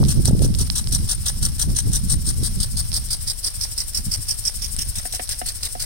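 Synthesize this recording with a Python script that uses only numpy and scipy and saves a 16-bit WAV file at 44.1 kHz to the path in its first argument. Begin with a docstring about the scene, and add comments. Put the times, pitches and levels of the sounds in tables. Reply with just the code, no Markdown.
"""Impact sprinkler in an open field

Six times a second the sprinkler's arm slaps into the jet and sprays, then swings clear with a thinner swish.
The water is made of random drops and hiss, shaped in time and colour, over the steady hiss of the nozzle.
Stray drops tick and knock on the recorder as clicks and fading rings; wind is filtered noise in swells.
The left and right channels ring at different pitches.
"""
import sys
import numpy as np
from scipy import signal
from scipy.fft import rfft, irfft
from scipy.io import wavfile
from scipy.ndimage import uniform_filter1d, map_coordinates

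SR = 44100
rng = np.random.default_rng(int(sys.argv[2]) if len(sys.argv) > 2 else 0)


def transcribe(signal):
    """Save signal, clipped to [-1, 1], as a 16-bit WAV file at the path in sys.argv[1]."""
    frames = np.atleast_2d(signal).T
    limited = np.clip(frames, -1, 1)
    pcm = np.round(limited * 32767).astype(np.int16)
    wavfile.write(sys.argv[1], SR, pcm)


N = 257984
TIME = np.arange(N) / SR

# the sprinkler drifts to the right:
# [t/s, lag of the left channel/ms, f of the right channel's dip/Hz, right-side treble level/dB]
BEARING = [(0, 0.21, 2090, -1), (2, 0.22, 2430, 1), (2.7, 0.247, 2760, 5), (3.5, 0.323, 2930, 6),
           (4.3, 0.339, 3880, 8), (5, 0.419, 4720, 5), (5.85, 0.441, 4580, 5)]


def from_db(db):
    """Turn decibels into a plain factor."""
    return 10 ** (np.asarray(db) / 20)


def rms_one(x):
    """Bring a sound to an average (RMS) strength of 1."""
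    return x / np.sqrt(np.mean(x ** 2) + 1e-20)


def bell(x, centre, width):
    """A rounded peak of height 1."""
    return np.exp(-0.5 * np.minimum(((x - centre) / width) ** 2, 100))


def along(t, rows, axis=1):
    """One column of a table, joined by straight lines in time."""
    rows = np.array(rows)
    return np.interp(t, rows[:, 0], rows[:, axis])


def at_hz(points, hz):
    """A spectrum joined by straight lines in log frequency."""
    points = np.array(points)
    return np.interp(np.log(hz + 1), np.log(points[:, 0]), points[:, 1])


def drift(rate_hz, size):
    """A smoothly wandering random curve of spread 1."""
    knots = rng.standard_normal(size // 8 + 2)
    place = np.arange(size) * min(rate_hz / SR, 1 / 8)
    # straight lines between knots lose a third of the power; the root restores it
    return np.interp(place, np.arange(len(knots)), knots) * np.sqrt(3 / 2)


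def colour(x, response, size=4096):
    """Filter that never acts ahead of the sound (minimum phase); response gives dB for Hz."""
    hz = np.arange(size // 2 + 1) * SR / size
    cepstrum = irfft(np.log(from_db(response(hz))))
    # folding the second half onto the first puts the filter's energy as early as possible
    cepstrum[1:size // 2] *= 2
    cepstrum[size // 2 + 1:] = 0
    impulse = irfft(np.exp(rfft(cepstrum)))
    return signal.oaconvolve(x, impulse)[:len(x)]


def tinted(pair, points):
    """Both channels through one spectrum."""
    return np.array([colour(x, lambda hz: at_hz(points, hz)) for x in pair])


def add(out, sound, s):
    """Mix a sound in at time s."""
    start = max(round(s * SR), 0)
    out[:, start:start + sound.shape[1]] += sound[:, :N - start]


def channel_rings(pair, left_db, right_db, right_hz):
    """Each channel has its own colour and one broad ring; the right one has a narrow dip near 8.7 kHz."""
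    # channel colours without their rings: [f/Hz, level/dB]
    left_colour = [(150, -21), (900, -14.5), (1600, -4.5), (2400, -12.5), (3300, -9), (4200, -4.5),
                   (5200, -18.5), (6300, 1.3), (7300, 1), (10500, 4.5), (11500, 1), (13000, -1),
                   (15500, -4.5)]
    right_colour = [(150, -5.5), (900, -11.5), (1600, -2.5), (2400, -5.5), (3300, 2), (4200, 7),
                    (6500, -0.24), (7400, -11.5), (8500, 1), (10000, -14), (13000, -10.5), (15400, -5)]
    left_hz, left_width_hz, right_width_hz = 8740, 747, 526
    notch_hz, notch_db, notch_width_hz = 8740, -18.5, 420

    def left_response(hz):
        return at_hz(left_colour, hz) + left_db * bell(hz, left_hz, left_width_hz)

    def right_response(hz):
        ring = right_db * bell(hz, right_hz, right_width_hz)
        notch = notch_db * bell(hz, notch_hz, notch_width_hz)
        return at_hz(right_colour, hz) + ring + notch

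    return np.array([colour(pair[0], left_response), colour(pair[1], right_response)])


def facing(pair, s):
    """Sound bends round the case to the right port: a dip and the treble shift as the sprinkler moves aside."""
    dip_hz, treble_db = along(s, BEARING, axis=2), along(s, BEARING, axis=3)

    def right_response(hz):
        dip = -10.0 * bell(hz, dip_hz, 0.098 * dip_hz)
        return dip + treble_db * bell(hz, 11500, 1800)

    return np.array([pair[0], colour(pair[1], right_response, size=1024)])


def rippled(pair, ripple_db=2.0, step_hz=330):
    """Every sheet of water breaks up with a random colour of its own."""
    grid = np.arange(0, SR, step_hz)
    ripples = ripple_db * rng.standard_normal((2, len(grid)))
    return np.array([colour(x, lambda hz: np.interp(hz, grid, r), size=1024) for x, r in zip(pair, ripples)])


def spray(per_s, spread_db, grainy, alike):
    """Water tearing into droplets: tiny clicks of uneven size over smooth hiss, partly common to both channels."""
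    size_db = spread_db * np.minimum(rng.exponential(1, (3, N)), 4)
    sizes = from_db(size_db) * rng.choice([-1, 1], (3, N))
    drops = rms_one(sizes * (rng.random((3, N)) < per_s / SR))
    # grainy and alike are shares of the power
    water = np.sqrt(grainy) * drops + np.sqrt(1 - grainy) * rng.standard_normal((3, N))
    # the common part reaches the left channel later
    late = map_coordinates(water[0], [np.arange(N) - along(TIME, BEARING) * SR / 1000], order=3)
    common = np.array([late, water[0]])
    return np.sqrt(alike) * common + np.sqrt(1 - alike) * water[1:]


def arm_strokes(count=35):
    """The arm swings on its spring, each swing a little longer; rows hold time and the columns of aspect."""
    # the splash as the head turns and moves past the recorder: [t/s, relative splash level/dB,
    # left ring level/dB, right ring level/dB, right ring f/Hz]
    aspect = [(.08, -26, 13, 12, 5600), (.75, -24.5, 15.5, 11, 5650), (1.4, -24.5, 16, 11.8, 5610),
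              (1.76, -25, 16.5, 15, 5920), (2.15, -27, 18.5, 10, 5570), (2.48, -28.5, 18.5, 13, 4870),
              (2.95, -28, 16, 17.5, 5010), (4.0, -27.5, 14, 19, 5340), (4.6, -28, 13.5, 19, 5340),
              (4.9, -28, 14, 12.5, 5460), (5.55, -27.5, 11, 19, 4650)]
    first_s, swing_s, growth_s = 0.0825, 0.16778, 0.000017
    k = np.arange(count)
    s = first_s + swing_s * k + growth_s * k * (k - 1) / 2
    trend = np.transpose([along(s, aspect, axis) for axis in range(1, 5)])
    # chance from stroke to stroke: dB, dB, dB, Hz
    chance = rng.standard_normal(trend.shape) * [0.5, 0.1, 0.1, 30]
    return np.column_stack([s, trend + chance])


def field(level_db=-56.5):
    """Soft rush of the open country: steady coloured noise."""
    # distant air: [f/Hz, relative level/dB]
    distant_air = [(30, -1), (120, -6), (250, 1), (400, -4.5), (700, -3.5), (1200, -25), (3000, -5),
                   (12000, -37)]
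    return from_db(level_db) * rms_one(tinted(rng.standard_normal((2, N)), distant_air))


def wind(strokes, waver_db=3.5, waver_per_s=24, even_size=2600):
    """Turbulence hits each port separately; stronger wind brings out a higher, lumpier flap."""
    # the breeze on the ports dies down unevenly: [t/s, relative level/dB]
    breeze_levels = [(0, -25), (.45, -20), (.78, -35.5), (1.55, -35.5), (2.1, -28), (2.55, -32.5),
                     (3.05, -38), (3.45, -51.5), (4.499, -49.5), (4.8, -37), (5.1, -59), (5.85, -52)]
    # gusts on top of it: [t/s, width/s, relative level/dB]
    gust_list = [(0.013, 0.028, -14.5), (0.192, 0.019, -16), (.29, 0.032, -19), (.41, .04, -18.5),
                 (.61, 0.021, -20.5), (0.932, 0.069, -27.5), (1.03, 0.043, -29.5), (1.44, 0.026, -25.5),
                 (1.697, 0.031, -21), (1.88, .018, -23.5), (2.14, 0.025, -24), (2.29, 0.028, -27.5),
                 (2.42, 0.032, -25), (3.997, 0.011, -31), (4.081, 0.014, -29), (4.189, 0.011, -31.5),
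                 (4.62, 0.0052, -38), (4.89, 0.015, -32), (4.985, 0.0082, -36)]
    # colours of the rumble, the buffeting and the flap of hard gusts: [f/Hz, relative level/dB]
    rumble = [(2, -28.5), (12, -6.5), (25, 0.5), (60, -2), (85, -4), (110, -11), (150, -28), (400, -67),
              (2000, -93)]
    buffet = [(50, -19.5), (100, -1.5), (130, 1), (200, -7), (300, -19), (450, -35), (1000, -60.5),
              (6000, -104)]
    flap = [(100, -15), (220, 2), (320, -2), (450, -9), (700, -21.5), (1500, -39.5), (6000, -57)]

    breeze = from_db(along(TIME, breeze_levels) + waver_db * drift(waver_per_s, N))
    gusts = [from_db(gust_db) * bell(TIME, s, width_s) for s, width_s, gust_db in gust_list]
    # every stroke pushes a puff of air at the ports
    puff_delay_s, puff_width_s, puff_db = 0.022, 0.015, -45
    puffs = [from_db(puff_db) * bell(TIME, s + puff_delay_s, puff_width_s) for s, *_ in strokes]
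    wind_db = 10 * np.log10(breeze ** 2 + sum(gust ** 2 for gust in gusts + puffs))

    # level in a wind of 0 dB, plus dB for each dB of wind
    rumble_db = -8 + 0.5 * wind_db
    flap_db = -2.5 + 1.563 * wind_db
    out = 0
    # the last number is the unevenness of the lumps in dB
    for spectrum, level_db, lumps_db in ((rumble, rumble_db, 2.0), (buffet, wind_db, 3.5), (flap, flap_db, 4.5)):
        lumps = from_db(lumps_db * np.array([drift(70, N), drift(70, N)]))
        air = tinted(rng.standard_normal((2, N)) * lumps, spectrum)
        # evened out, so that breeze, gusts and puffs alone set the slow swell
        power = uniform_filter1d(np.mean(air ** 2, axis=0), even_size)
        out = out + from_db(level_db) * air / np.sqrt(power + 1e-12)
    return out


def eddies(level_db=-0.5, lean_db=4.5):
    """An eddy crossing the ports is a rounded pressure pulse with a trough each side, stronger at one port."""
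    # single hard eddies that pop: [t/s, relative level/dB, width/s]
    pops = [(.031, -17.5, 0.00028), (.198, -12.5, 0.00098), (.284, -14.5, 0.0004), (.31, -13, 0.00057),
            (.352, -11.5, 0.00082), (0.411, -18, 0.00072), (.421, -12.5, 0.00056), (.449, -14, 0.00065),
            (1.68, -12.5, 0.00186), (1.691, -16, 0.0016), (2.429, -18, 0.0008), (4.07, -17, 0.0016),
            (4.085, -18, 0.0016)]
    out, t = np.zeros((2, N)), np.arange(-500, 500) / SR
    for s, peak_db, width_s in pops:
        u = (t / width_s) ** 2
        lean = lean_db * np.tanh(rng.standard_normal()) * np.array([[1], [-1]])
        pulse = (1 - u / 2) * np.exp(-u / 2)
        add(out, from_db(level_db + peak_db + lean) * pulse, s + t[0])
    return out


def knocks(fade_s=0.0073, splat_db=-11.5, rise_s=0.00079, lag_s=0.00042, size=8192):
    """A heavy drop rings the case and splatters over it; the ring reaches the left channel a little later."""
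    # heavy drops on the case: [t/s, relative ring level/dB, relative splat level/dB]
    heavy_drops = [(5.053, -29.5, -14.5), (5.137, -33, -20), (5.195, -25.5, -7.5), (5.415, -23.5, -11),
                   (5.752, -26.5, -23)]
    # ringing tones of the case: [f/Hz, relative level/dB, time to fade by 60 dB/s]
    case_tones = [(239, -11.5, .1), (330, -9, 0.045), (517, -10, 0.046), (688, -5.5, 0.05), (737, 1, 0.076),
                  (787, -3.5, 0.025), (1320, -8, 0.042), (1820, -13, 0.022), (2780, -21, 0.034)]
    # colour of the splat: [f/Hz, relative level/dB]
    splat_colour = [(150, -12), (600, -2), (1100, -8), (1800, 4), (2900, -2), (4200, -8), (9000, -29),
                    (15000, -32)]
    rings, splats, t = np.zeros((2, N)), np.zeros((2, N)), np.arange(size) / SR
    age = np.maximum(t - np.array([[lag_s], [0]]), 0)
    ring = np.zeros((2, size))
    for hz, db, t60 in case_tones:
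        phase = rng.uniform(0, 2 * np.pi)
        ring += from_db(db - 60 * age / t60) * np.sin(2 * np.pi * hz * age + phase)
    ring *= 1 - np.exp(-age / rise_s)
    for s, ring_db, wet_db in heavy_drops:
        add(rings, from_db(ring_db) * ring, s)
        splat = rng.standard_normal((2, size)) * np.exp(-t / fade_s)
        add(splats, from_db(wet_db + splat_db) * splat, s)
    # the splat is louder on the right
    return rings + tinted(splats, splat_colour) * from_db([[-3.0], [4.0]])


def ticks(fade_s=0.0013, wet=0.1, size=2048):
    """A small drop lands as a click with a very short splat."""
    # the clearest small drops: [t/s, relative left level/dB, relative right level/dB]
    clear_drops = [(0.039, -37, -12), (.051, -35, -8.5), (0.2557, -2, -5.5), (.393, -25, -13),
                   (.542, -33, -13), (.55, -35, -8.5), (0.673, -25, -14), (0.7009, -19, 1), (.873, -23, -9),
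                   (1.7888, -6.5, -7), (2.918, -27, -8), (2.93, -18, -7), (2.933, -23, -13),
                   (3.088, -21, -15), (4.765, -9.5, -16), (4.789, -17, -10.5), (5.292, -7.5, -12),
                   (5.345, -31, -12), (5.633, -26, -8)]
    # colour of a tick: [f/Hz, relative level/dB]
    tick_colour = [(300, 3.5), (700, 12), (1500, 1.5), (2300, 5), (4000, 4.5), (5500, 5.5), (9000, 2.5),
                   (15000, -8)]
    # fainter ones fall at random
    faint_per_s, faint_left_db, faint_right_db, faint_spread_db = 2.2, -30, -20, 4
    faint_times = TIME[rng.random(N) < faint_per_s / SR]
    faint = [(s, *rng.normal([faint_left_db, faint_right_db], faint_spread_db)) for s in faint_times]
    out, t = np.zeros((2, N)), np.arange(size) / SR
    for s, left_db, right_db in clear_drops + faint:
        click = (t == 0) + wet * rng.standard_normal(size) * np.exp(-t / fade_s)
        add(out, click * from_db([[left_db], [right_db]]), s)
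    return channel_rings(tinted(out, tick_colour), left_db=21.0, right_db=8.0, right_hz=5260)


def jet(level_db=-41, flutter_db=1.52):
    """The nozzle hisses all the time, fluttering slightly; its level is set ahead of the colouring."""
    # colour of the jet: [f/Hz, relative level/dB]
    jet_colour = [(300, 5), (900, 9.5), (1600, 3.5), (2300, 4.5), (3300, 0.5), (4600, -1), (7000, 0),
                  (10000, 4.5), (15500, 3.5)]
    level = from_db(level_db + flutter_db * drift(90, N))
    water = spray(per_s=1200, spread_db=1.5, grainy=0.35, alike=0.25) * level
    return channel_rings(tinted(water, jet_colour), left_db=11.0, right_db=12.5, right_hz=5430)


def swishes(strokes, width_s=0.012, flutter_db=1.0):
    """At the far end of its swing the arm lets the jet tear into a thin, bright fan."""
    # the swish comes earlier and mostly grows as the head turns:
    # [t/s, delay after the stroke/s, relative level/dB]
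    fan = [(0, 0.14, -28.5), (1.4, .127, -30), (2.1, .118, -28.5), (3.2, .119, -26), (3.9, .111, -24),
           (4.7, .11, -22.5), (5.85, 0.1, -26.5)]
    # colour of the swish: [f/Hz, relative level/dB]
    swish_colour = [(500, -24), (2300, -11.5), (3500, -12.5), (5200, -13.5), (7200, -2.5), (8700, -3.5),
                    (10500, -3), (15500, -1)]
    swell = np.zeros(N)
    for s, *_ in strokes:
        swell += from_db(along(s, fan, axis=2)) * bell(TIME, s + along(s, fan), width_s)
    flutter = from_db(flutter_db * drift(250, N))
    water = spray(per_s=3200, spread_db=4.0, grainy=0.11, alike=0.36) * swell * flutter
    swish = tinted(water, swish_colour) * from_db([[-0.5], [-6.0]])
    return channel_rings(swish, left_db=11.5, right_db=18.5, right_hz=5220)


def spits(strokes, delay_s=0.058, rise_s=0.0035, level_db=-2.0, uneven_db=1.0, pitch_hz=8950, width_hz=520):
    """A short, narrow sizzle follows each splash as the jet closes again, mostly in the left channel."""
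    swell = np.zeros(N)
    for s, splash_db, *_ in strokes:
        age = np.clip((TIME - s - delay_s) / rise_s, 0, 30)
        strength = from_db(splash_db + level_db + uneven_db * rng.standard_normal())
        swell += strength * age * np.exp(1 - age)
    sizzle = colour(rng.standard_normal(N), lambda hz: 30 * bell(hz, pitch_hz, width_hz))
    return rms_one(sizzle) * swell * from_db([[0], [-28.0]])


def plops(strokes, delay_s=0.0439, width_s=0.0037, level_db=-3.5, uneven_db=2.0):
    """The last water leaves the arm with a dull plop."""
    # colour of the plop: [f/Hz, relative level/dB]
    plop_colour = [(200, -24), (600, 0), (1000, -0.5), (1500, -1.5), (2000, 3), (2800, -25), (6000, -20),
                   (15000, -38)]
    swell = np.zeros(N)
    for s, splash_db, *_ in strokes:
        strength = from_db(splash_db + level_db + uneven_db * rng.standard_normal())
        swell += strength * bell(TIME, s + delay_s, width_s)
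    water = spray(per_s=1400, spread_db=5.5, grainy=0.44, alike=0.72)
    return tinted(water * swell, plop_colour)


def slaps(strokes, scatter=0.1, uneven_db=0.5, left_extra_db=0.5, right_extra_db=3.0, size=1536):
    """Each slap is a sudden crackle of coarse drops with strong channel rings, a little irregular in time."""
    # the arm slaps the water as it enters the jet and again as it rebounds:
    # [t after the stroke/s before scatter, relative level/dB, fade time/s]
    slap_pair = [(.003, -4.5, 0.0091), (.026, -1, 0.009)]
    # colour of a slap: [f/Hz, relative level/dB]
    slap_colour = [(500, -21), (2000, -12), (4000, -7.5), (6000, 7), (9000, 0), (12000, -4), (15500, 9)]
    water = tinted(spray(per_s=2600, spread_db=2.5, grainy=1.0, alike=0.22), slap_colour)
    out, t = np.zeros((2, N)), np.arange(size) / SR
    for s, level_db, left_db, right_db, right_hz in strokes:
        for delay_s, slap_db, fade_s in slap_pair:
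            start = rng.integers(N - size)
            strength = from_db(level_db + slap_db + uneven_db * rng.standard_normal((2, 1)))
            burst = water[:, start:start + size] * np.exp(-(t / fade_s) ** 2) * strength
            burst = facing(rippled(burst), s)
            heard = channel_rings(burst, left_db + left_extra_db, right_db + right_extra_db, right_hz)
            add(out, heard, s + delay_s * (1 + scatter * rng.uniform(-0.9, 1)))
    return out


def splashes(strokes, sheet_db=-0.92, flutter_db=1.4, left_ease_db=0.5, right_ease_db=4.0, size=5120):
    """The arm chops the jet; the sheet of water flutters as it breaks up, with gentler channel rings."""
    # the sheet of spray thrown off while the arm is in the jet: [t after the stroke/s, relative level/dB]
    splash_shape = [(-.012, -11), (-.003, -14.5), (.001, 1), (.007, 0.5), (.018, -0.5), (.031, 1),
                    (.039, 0), (.046, -3.5), (.053, -14), (.075, -24)]
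    water = spray(per_s=3000, spread_db=-2.5, grainy=0.55, alike=0.76) * from_db(flutter_db * drift(350, N))
    water = np.pad(water, ((0, 0), (0, size)))
    out, t = np.zeros((2, N)), np.arange(size) / SR + splash_shape[0][0]
    shape = from_db(along(t, splash_shape)) * (t < splash_shape[-1][0])
    for s, level_db, left_db, right_db, right_hz in strokes:
        start = round((s + t[0]) * SR)
        burst = water[:, start:start + size] * shape * from_db(level_db + sheet_db)
        burst = facing(rippled(burst), s)
        heard = channel_rings(burst, left_db - left_ease_db, right_db - right_ease_db, right_hz)
        add(out, heard, s + t[0])
    return out


def scene():
    """Weather, stray drops and the sprinkler together."""
    strokes = arm_strokes()
    surroundings = field() + wind(strokes) + eddies() + knocks() + ticks()
    sprinkler = jet() + swishes(strokes) + spits(strokes) + plops(strokes) + slaps(strokes) + splashes(strokes)
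    # the water sounds dip briefly by 4 dB around 0.42 s
    dip = from_db(-4 * bell(TIME, 0.42, 0.1))
    return surroundings + sprinkler * dip


def record(dry):
    """The treble above 15.9 kHz is cut steeply."""
    return signal.sosfilt(signal.ellip(12, 0.1, 80, 15900, fs=SR, output="sos"), dry)


dry = scene()
out = record(dry)
transcribe(out)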